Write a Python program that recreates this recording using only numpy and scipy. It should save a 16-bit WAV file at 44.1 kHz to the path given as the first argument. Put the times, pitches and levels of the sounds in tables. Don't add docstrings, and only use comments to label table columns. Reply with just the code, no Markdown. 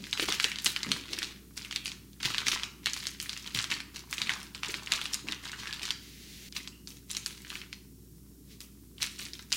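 import sys
import numpy as np
from scipy import signal
from scipy.fft import rfft, irfft, next_fast_len
from scipy.io import wavfile
from scipy.ndimage import uniform_filter1d, minimum_filter1d, map_coordinates

SR = 44100
rng = np.random.default_rng(int(sys.argv[2]) if len(sys.argv) > 2 else 0)


def transcribe(signal):
    frames = np.atleast_2d(signal).T
    limited = np.clip(frames, -1, 1)
    pcm = np.round(limited * 32767).astype(np.int16)
    wavfile.write(sys.argv[1], SR, pcm)


N = 421596


def amp(db):
    return 10 ** (np.asarray(db) / 20)


def unit(x):
    return x / np.sqrt(np.mean(x ** 2, axis=-1, keepdims=True) + 1e-20)


def along(points, hz):
    f, v = np.transpose(points)
    return np.interp(np.log(hz + 1), np.log(f), v)


def curve(points):
    s, db = np.transpose(points)
    return np.interp(np.arange(N) / SR, s, db)


def wobble(rate):
    knots = rng.standard_normal(int(N * rate / SR) + 4)
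    return map_coordinates(knots, [np.arange(N) * rate / SR])


def filtered(x, response):
    m = next_fast_len(N + SR // 2)
    hz = np.fft.rfftfreq(m, 1 / SR)
    return irfft(rfft(x, m) * response(hz), m)[:N]


def noise(spectrum):
    return unit(filtered(rng.standard_normal(N), lambda hz: amp(along(spectrum, hz))))


def causal(gain):
    cepstrum = irfft(np.log(np.maximum(gain, 1e-6)))
    half = cepstrum.shape[-1] // 2
    cepstrum[..., 1:half] *= 2
    cepstrum[..., half + 1:] = 0
    return np.exp(rfft(cepstrum))


def resonance(hz, centre, q):
    ratio = (hz + 1) / centre[:, None]
    return 1 / np.sqrt(1 + (q * (ratio - 1 / ratio)) ** 2)


def placed(times, rows):
    start = np.round(np.maximum(times, 0) * SR).astype(int)
    index = start[:, None] + np.arange(rows.shape[1])
    return np.bincount(index.ravel(), rows.ravel(), N)[:N]


# f/Hz, relative level/dB
PAPER_RADIATION = [(100, -43.5), (400, -4.5), (680, -5.5), (950, 1), (1600, 0.5), (4000, -0.5), (7000, -5),
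                   (10000, -9), (15500, -19.5)]


def buckles(pitch, q, flutter, t60, detune, size=512):
    t, hz = np.arange(size) / SR, np.fft.rfftfreq(size, 1 / SR)
    force = flutter * rng.standard_normal((len(pitch), size)) * amp(-60 * t / t60)
    force[:, 0] += rng.choice([-1, 1], len(pitch))
    neighbour = pitch * np.exp(detune * rng.standard_normal(len(pitch)))
    facets = resonance(hz, pitch, q) + 1.02 * resonance(hz, neighbour, 2 * q)
    colour = facets * amp(along(PAPER_RADIATION, hz))
    return unit(irfft(rfft(force) * causal(colour))) / np.sqrt(size)


# t/s, relative level/dB, pitch of the buckling facet f/Hz
SNAPS = [(.04, -37.5, 2950), (.129, -22.5, 2790), (0.1749, -30, 2390), (0.1967, -22.5, 2630),
         (0.2271, -29, 2580), (0.303, -28, 4100), (0.323, -25, 2970), (0.3995, -21.5, 2520),
         (0.4427, -17, 3900), (.517, -28.5, 3200), (0.5585, -32, 2860), (.5865, -30.5, 4650),
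         (.66, -21, 3800), (0.6636, -20.5, 3140), (.7629, -24, 2920), (0.8315, -26.5, 3884),
         (0.917, -18.5, 3310), (1.1325, -28, 3460), (1.1885, -29.5, 3985), (1.2198, -32, 1950),
         (1.2292, -27, 4243), (1.5765, -32.5, 4450), (1.6481, -36, 3015), (1.7109, -32.5, 3300),
         (1.7263, -32.5, 3700), (1.7607, -23.5, 3710), (1.8574, -28.5, 3524), (1.9176, -35.5, 3410),
         (2.132, -52.5, 3976), (2.251, -28, 3596), (2.3457, -26, 2363), (2.3823, -22, 4190),
         (2.4681, -24.5, 3167), (2.483, -20, 4900), (2.597, -36.5, 3094), (2.6341, -26, 2970),
         (2.8591, -22, 4160), (2.869, -25, 2860), (2.9337, -27.5, 5760), (3.069, -26, 4920),
         (3.2011, -30, 4245), (3.2939, -28, 4605), (3.3309, -34, 4640), (3.375, -36, 3800),
         (3.4753, -34.5, 3226), (3.5484, -26.5, 3797), (3.589, -23.5, 3434), (3.6422, -28, 3020),
         (3.714, -27, 3540), (3.8031, -33, 3740), (4.1279, -27.5, 3076), (4.1811, -29.5, 3220),
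         (4.2177, -24.5, 3193), (4.2941, -20.5, 2147), (4.32, -35, 3195), (4.548, -35, 3438),
         (4.633, -27, 3020), (4.7419, -27, 2400), (4.873, -32, 2450), (4.9206, -18.5, 3604),
         (4.936, -25.5, 3860), (5.015, -28.5, 3600), (5.0558, -28.5, 3645), (5.135, -26.5, 4524),
         (5.1432, -25, 6520), (5.2859, -28.5, 2879), (5.3225, -27.5, 3256), (5.672, -34, 2213),
         (5.7274, -30.5, 3960), (5.8536, -32, 4259), (5.906, -22.5, 3570), (6.525, -40.5, 3587),
         (6.5666, -31, 3706), (6.6749, -35, 3970), (6.8735, -37.5, 5740), (7.1058, -35, 4500),
         (7.1494, -33, 2820), (7.1683, -26, 5080), (7.2614, -26, 5240), (7.5022, -34.5, 4480),
         (7.5546, -33, 2314), (7.6158, -39, 3047), (7.7288, -34, 3870), (8.605, -42, 4880),
         (8.982, -44, 3505), (9.0286, -29, 3780), (9.192, -38, 4770), (9.2526, -38, 5600),
         (9.334, -35, 4910), (9.52, -26.5, 3620), (9.5266, -20, 5400)]


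def snaps(q, flutter):
    s, db, pitch = np.transpose(SNAPS)
    size = amp(db + 21.5)[:, None]
    sound = placed(s, size * buckles(pitch, q, flutter, t60=0.011, detune=0.3))
    for lead in rng.uniform(0.0018, 0.018, (2, len(s))):
        slips = size * buckles(pitch, q, flutter, t60=0.007, detune=0.3)
        sound += amp(-27.0) * placed(s - lead, slips)
    return sound


def crackle(per_second, pitch_hz, spread, scatter_db):
    due = np.cumsum(per_second) / SR
    count = int(due[-1])
    slip, strength, facet = rng.uniform(-1, 1, (count, 3)).T
    sample = np.interp(np.arange(count) + 2 * slip, due, np.arange(N)).astype(int)
    pitch = np.broadcast_to(pitch_hz, N)[sample] * np.exp(spread * facet)
    pulses = buckles(pitch, q=1.82, flutter=0.2, t60=0.011, detune=0.23)
    strength = unit(amp(scatter_db * ((strength + 1) / 2) ** 2))
    return placed(sample / SR, strength[:, None] * pulses) / np.sqrt(per_second.max() / SR)


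# start t/s, length t/s, relative rustle body level/dB, relative fine fizz level/dB
GRIPS = [(0, 1.32, -50, -61), (.18, 0.057, -39, -44.5), (0.279, 0.062, -34, -43), (.39, 0.078, -38, -39.5),
         (0.644, 0.024, -35, -31.5), (.83, .11, -46, -55), (.912, .02, -37, -48), (1.106, .13, -43, -50),
         (1.354, .012, -56, -66), (1.565, .035, -48, -49.5), (1.62, .17, -52, -57.5),
         (1.847, 0.039, -43, -51), (2.23, 0.05, -32, -43), (2.329, 0.091, -41, -55),
         (2.463, 0.058, -32, -41.5), (2.551, 0.079, -45, -62), (2.857, .03, -40, -52.5),
         (2.929, .17, -44, -50.5), (3.199, 0.051, -45, -43), (3.28, .22, -48, -54.5),
         (3.546, 0.059, -36, -40), (3.699, 0.031, -35, -45.5), (3.944, .025, -43, -49),
         (4.098, 0.036, -45, -42.5), (4.18, .15, -39, -51), (4.37, .09, -54, -51.5),
         (4.545, 0.051, -53, -57), (4.63, .135, -43, -50), (4.819, 0.34, -46, -52), (4.918, .03, -37, -47),
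         (5.269, 0.059, -42, -51.5), (5.43, 0.47, -45, -57.5), (5.819, 0.024, -39, -51),
         (6.55, 0.032, -40, -43), (6.876, 0.039, -52, -43.5), (6.963, .012, -56, -57),
         (7.098, .02, -45, -41.5), (7.149, 0.28, -52, -53.5), (7.45, 0.17, -49, -53.5),
         (8.606, 0.029, -63, -47.5), (9.005, 0.047, -38, -41), (9.08, .08, -54, -53),
         (9.18, 0.08, -46, -46.5), (9.332, 0.081, -53, -53), (9.528, .03, -37, -34)]
GRIP_ATTACK_S, GRIP_RELEASE_DB_PER_S = 0.012, 260
GRIP_TREMOR_DB, GRIP_TREMOR_PER_S = 1.21, 30
GRIP_TOUCH_S, GRIP_TOUCH_DB = 0.03, -17


def grips():
    t, power = np.arange(N) / SR, np.full((2, N), 1e-9)

    def rise(s):
        return np.clip((t - s) / GRIP_ATTACK_S + 0.5, 0, 1)

    for start, length, body_db, fizz_db in GRIPS:
        touch = amp(GRIP_TOUCH_DB) * rise(start - GRIP_TOUCH_S)
        closing = np.maximum(rise(start), touch)
        fall = amp(-GRIP_RELEASE_DB_PER_S * np.clip(t - start - length, 0, 1))
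        power += (amp([[body_db], [fizz_db]]) * closing * fall) ** 2
    return 10 * np.log10(power) + GRIP_TREMOR_DB * wobble(GRIP_TREMOR_PER_S)


# f/Hz, relative level/dB per Hz
RUSTLE_SPECTRUM = [(400, 3), (700, -19), (1000, -17.5), (2000, 2.5), (4200, 5), (7000, -1), (12000, -21.5)]
# f/Hz, relative level/dB per Hz
FIZZ_SPECTRUM = [(3000, -14), (6000, -1.5), (7500, -8.5), (10000, -5), (13000, -8), (16000, -6)]
# t/s, relative level/dB
PRESS = [(3.9, -65.5), (4.2, -52), (4.5, -59.5), (4.7, -48.5), (5.85, -62.5), (6.15, -72.5)]
FOLDS_PER_S, FOLDS_DB = 24, -9


def rustle():
    body_db, fizz_db = grips()
    effort = np.clip((body_db + 69) / 30, 0.2, 1)
    pitch_factor = 2 ** (np.clip(fizz_db - body_db, -20, 0) / 20)
    folds = crackle(FOLDS_PER_S * effort, pitch_hz=3660, spread=0.31, scatter_db=8.5)
    creases = crackle(260 * effort, pitch_hz=4000 * pitch_factor, spread=0.73, scatter_db=21.5)
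    fine = crackle(220 * effort, pitch_hz=7270, spread=0.595, scatter_db=30.5)
    palm = crackle(400 * effort, pitch_hz=1145, spread=0.3, scatter_db=20)
    crumple = amp(body_db + FOLDS_DB) * folds + amp(body_db - 1.0) * creases
    crumple += amp(fizz_db - 3.0) * fine + amp(curve(PRESS) - 1.5) * palm
    stick_slip = amp(4.7 * effort * wobble(55))
    rub = amp(body_db - 8.5) * noise(RUSTLE_SPECTRUM) + amp(fizz_db - 8.5) * noise(FIZZ_SPECTRUM)
    return crumple + stick_slip * rub


# t/s, relative level/dB
BRUSH = [(5.95, -73), (6.03, -53.5), (6.17, -56), (6.29, -53), (6.487, -51.5), (6.495, -100), (8.38, -98.5),
         (8.52, -55.5), (8.62, -78)]


def brushing():
    level_db = curve(BRUSH) + 0.9 + 0.47 * wobble(27)
    return amp(level_db) * (noise(RUSTLE_SPECTRUM) + amp(-4.5) * noise(FIZZ_SPECTRUM))


def bursts(table, q, size=16384):
    s, db, pitch, t60 = np.transpose(table)
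    t, hz = np.arange(size) / SR, np.fft.rfftfreq(size, 1 / SR)
    white = rng.standard_normal((len(s), size))
    band = irfft(rfft(white) * resonance(hz, pitch, q) ** 2)
    shape = (1 - np.exp(-t / 0.002)) * amp(-60 * t / t60[:, None])
    level = amp(db) * np.sqrt(np.mean(shape ** 2, axis=1))
    return placed(s, level[:, None] * unit(band * shape))


# t/s, level/dB, f/Hz, t60/s
BUMPS = [(.002, -44, 199, 0.32), (.195, -30, 365, 0.057), (.223, -30.5, 356, 0.083),
         (.283, -32, 383, 0.078), (.444, -36.5, 366, 0.079), (.663, -31.5, 262, 0.032),
         (.862, -35, 177, 0.36), (.901, -44, 270, 0.7), (1.1, -48.5, 299.8, 1), (3.546, -36, 115.3, .2),
         (3.714, -45, 169, 0.15), (4.211, -47, 193, 0.7), (4.685, -42.5, 347.8, .16),
         (4.739, -45.5, 344.4, .144), (5.24, -45, 243, .35), (5.29, -46, 248, 0.31)]


def bumps():
    return bursts(BUMPS, q=1.62)


# t/s, level/dB, f/Hz, t60/s
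SQUEAKS = [(2.637, -44, 2400, 0.21), (5.678, -44, 1705, 0.37), (6.72, -57.5, 2834, 0.41)]


def squeaks():
    return bursts(SQUEAKS, q=8.7)


# nominal delay t/s, level/dB
WALLS = [(.0067, -10), (0.0096, -16.5), (0.015, -16)]
# f/Hz, t60/s
KITCHEN_T60 = [(200, 0.69), (1500, 0.53), (4000, 0.43), (8000, 0.37), (15000, 0.27)]


def kitchen(x, wet_db, count=6):
    hz, t, z = signal.stft(rng.standard_normal((count, SR // 2)), SR, nperseg=256)
    decay = amp(-60 * t / along(KITCHEN_T60, hz)[:, None])
    build_up = 1 - np.exp(-t / 0.0013)
    tails = unit(signal.istft(z * decay * build_up, SR, nperseg=256)[1])
    tails *= amp(wet_db) / np.sqrt(tails.shape[1])
    for delay, db in WALLS:
        shift = 1 + 0.12 * rng.uniform(-1, 1, count)
        tails[np.arange(count), (delay * SR * shift).astype(int)] += amp(db)
    place = np.arange(N) / SR * 22 - np.arange(count)[:, None]
    share = np.sqrt(np.maximum(1 - np.abs(place % count - 1), 0))
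    return signal.fftconvolve(x * share, tails, axes=1)[:, :N].sum(0)


# f/Hz, relative level/dB per Hz
ROOM_TONE = [(25, -23.5), (60, -14.5), (100, 1.5), (170, 1.5), (300, -1.5), (420, -8.5), (540, -24),
             (800, -30), (2400, -32), (5500, -24), (10000, -23), (15800, -22.5)]
# f/Hz, level/dB
HUM = [(59.8, -58), (119.6, -73), (199.5, -63.5), (282, -67.5), (361, -75)]
# t/s, level/dB
WHINE = [(6.3, -91.5), (6.7, -76), (8.4, -80.5), (8.7, -90)]


def appliance():
    t = np.arange(N) / SR

    def tone(hz, drift):
        return np.sqrt(2) * np.sin(2 * np.pi * hz * t + drift * wobble(7))

    lowest_hz = HUM[0][0]
    lines = sum(amp(db) * tone(hz, drift=0.13 * hz / lowest_hz) for hz, db in HUM)
    whine = amp(curve(WHINE)) * tone(hz=5570, drift=1.6)
    return lines + whine + amp(-55.0) * noise(ROOM_TONE)


def scene():
    handling = rustle()
    close = snaps(q=1.68, flutter=0.33) + handling + brushing() + bumps() + squeaks()
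    room = kitchen(snaps(q=1.1, flutter=0.13) + handling, wet_db=-9.0)
    sound = close + room + appliance()
    return np.array([sound, sound])


TOP_HZ = 16000


def record(dry, ceiling=0.57):
    needed = np.minimum(1, ceiling / (np.abs(dry).max(0) + 1e-9))
    limited = dry * uniform_filter1d(minimum_filter1d(needed, size=65), size=45)
    return np.array([filtered(side, lambda hz: 1 / (1 + (hz / TOP_HZ) ** 120)) for side in limited])


dry = scene()
out = record(dry)
transcribe(out)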